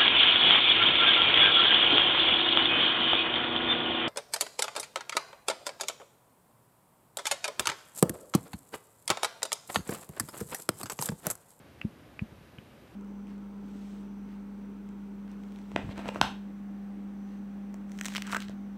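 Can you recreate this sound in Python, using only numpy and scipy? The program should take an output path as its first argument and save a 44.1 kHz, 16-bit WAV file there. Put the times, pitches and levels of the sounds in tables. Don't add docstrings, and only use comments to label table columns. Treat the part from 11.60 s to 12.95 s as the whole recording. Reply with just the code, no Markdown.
import sys
import numpy as np
from scipy import signal
from scipy.fft import rfft, irfft
from scipy.io import wavfile

SR = 44100
rng = np.random.default_rng(int(sys.argv[2]) if len(sys.argv) > 2 else 0)


def digitize_waveform(pressure):
    field = np.atleast_2d(pressure).T
    bounded = np.clip(field, -1, 1)
    quanta = np.round(bounded * 32767).astype(np.int16)
    wavfile.write(sys.argv[1], SR, quanta)


N = 59535
TIME_S = np.arange(N) / SR

# time in seconds, level in dB, contact softness in ms, gain to the chest in dB.
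PALM_STROKES = [(0.2499, -19.5, 0.62, -2), (0.621, -20, 1.093, 1.5), (0.7256, -36, 1.33, -5),
                (0.9874, -34.5, 0.81, -9.5)]
# frequency in Hz, level in dB, T60 in seconds.
BODY_MODES = [(217.7, 2, 0.082), (285, 1.5, 0.019)]
# snap time in seconds, level in dB, pitch in Hz, slip level in dB re the snap,
# slip lead in ms.
HAND_CLICKS = [(0.2155, -17.5, 2610, -11, 1.44), (0.5929, -18.5, 2450, -42, 1.7),
               (0.986, -30, 2760, -1.5, 1.29)]
# ratio to its pitch, level in dB, T60 in seconds.
HAND_MODES = [(0.811, -23, 0.014), (0.998, -0.5, 0.008), (1.2, -11.5, 0.0065), (1.95, -20.5, 0.012)]
# frequency in Hz, relative density in dB.
ROOM_SPECTRUM = [(24, -42), (38, -20.5), (65, 1), (130, -1.5), (240, -2), (295, -3), (420, -8.5),
                 (560, -8.5), (750, -13), (1500, -17.5), (2800, -21), (4000, -27), (7500, -35),
                 (14000, -34)]
# frequency in Hz, RMS level in dB.
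WHINE_TONES = [(527.6, -76.5), (1540, -78.5), (1696.5, -80), (3843.5, -87), (3903, -87), (4864, -89),
               (5825.6, -98)]


def pats():
    puff_lead_s, puff_width_ms, puff_db = 0.00283, 1.01, -7
    puff, chest_force, flank_force = np.zeros((3, N))
    for at_s, db, soft_ms, chest_db in PALM_STROKES:
        contact = impact(at_s, soft_ms)
        chest_force += from_db(db + chest_db) * contact
        flank_force += from_db(db) * contact
        puff += from_db(db + puff_db) * pulse(at_s - puff_lead_s, puff_width_ms)
    body = np.zeros(N)
    for force, (hz, db, t60_s) in zip((chest_force, flank_force), BODY_MODES):
        body += from_db(db) * ring(force, hz, t60_s)
    return butterworth(puff - body, 2, 54.4, "high")


def hand_clicks():
    snap_width_ms, crack_width_ms, crack_db, crack_top_hz = 0.069, 1, -37.5, 6000
    polarities = (1, 1, -1, -1)
    clicks = np.zeros(N)
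    for at_s, db, pitch_hz, slip_db, lead_ms in HAND_CLICKS:
        slip = from_db(slip_db) * impact(at_s - lead_ms / 1000, snap_width_ms)
        snap = impact(at_s, snap_width_ms)
        force = from_db(db) * (slip + snap)
        for sign, (ratio, mode_db, t60_s) in zip(polarities, HAND_MODES):
            clicks += sign * from_db(mode_db) * ring(force, ratio * pitch_hz, t60_s)
        grit = butterworth(rng.standard_normal(N), 2, crack_top_hz, "low")
        clicks += from_db(db + crack_db) * pulse(at_s, crack_width_ms) * grit
    return butterworth(clicks, 1, 437, "high")


def pulse(at_s, width_ms):
    return np.exp(-.5 * ((TIME_S - at_s) * 1000 / width_ms) ** 2)


def impact(at_s, width_ms):
    force = pulse(at_s, width_ms)
    return force / (force.sum() + 1e-12)


def ring(force, hz, t60_s):
    radius = from_db(-60 / (t60_s * SR))
    step_rad = 2 * np.pi * hz / SR
    feedback = [1, -2 * radius * np.cos(step_rad), radius * radius]
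    return signal.lfilter([0, np.sin(step_rad)], feedback, force + 1e-18)


def butterworth(x, order, corner_hz, kind):
    return signal.sosfilt(signal.butter(order, corner_hz, kind, fs=SR, output="sos"), x)


def from_db(db):
    return 10 ** (np.asarray(db) / 20)


def room_reverb(x, t60_s=0.084, delay_s=0.0025):
    tail = rng.standard_normal(N) * from_db(-60 * TIME_S / t60_s) * (TIME_S > delay_s)
    return signal.fftconvolve(x, tail / np.linalg.norm(tail))[:N]


def room_noise(rms_db=-54):
    hz, db = np.transpose(ROOM_SPECTRUM)
    bins_hz = np.maximum(np.fft.rfftfreq(N, 1 / SR), 1)
    shape_db = np.interp(np.log(bins_hz), np.log(hz), db)
    noise = irfft(rfft(rng.standard_normal(N)) * from_db(shape_db), N)
    return from_db(rms_db) * noise / noise.std()


def appliance_whine():
    return sum(from_db(db) * np.sqrt(2) * np.sin(2 * np.pi * (hz * TIME_S + rng.random()))
               for hz, db in WHINE_TONES)


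def scene():
    pat_send_db, click_send_db = -30, -15.5
    thumps, clicks = pats(), hand_clicks()
    reverb = room_reverb(from_db(pat_send_db) * thumps + from_db(click_send_db) * clicks)
    return (thumps + clicks + reverb + room_noise() + appliance_whine())[None]


def record(dry):
    low_hz, top_hz = 35.4, 14300
    top_cut = signal.ellip(12, .1, 60, top_hz, fs=SR, output="sos")
    return signal.sosfilt(top_cut, butterworth(dry, 4, low_hz, "high"))


dry = scene()
out = record(dry)
digitize_waveform(out)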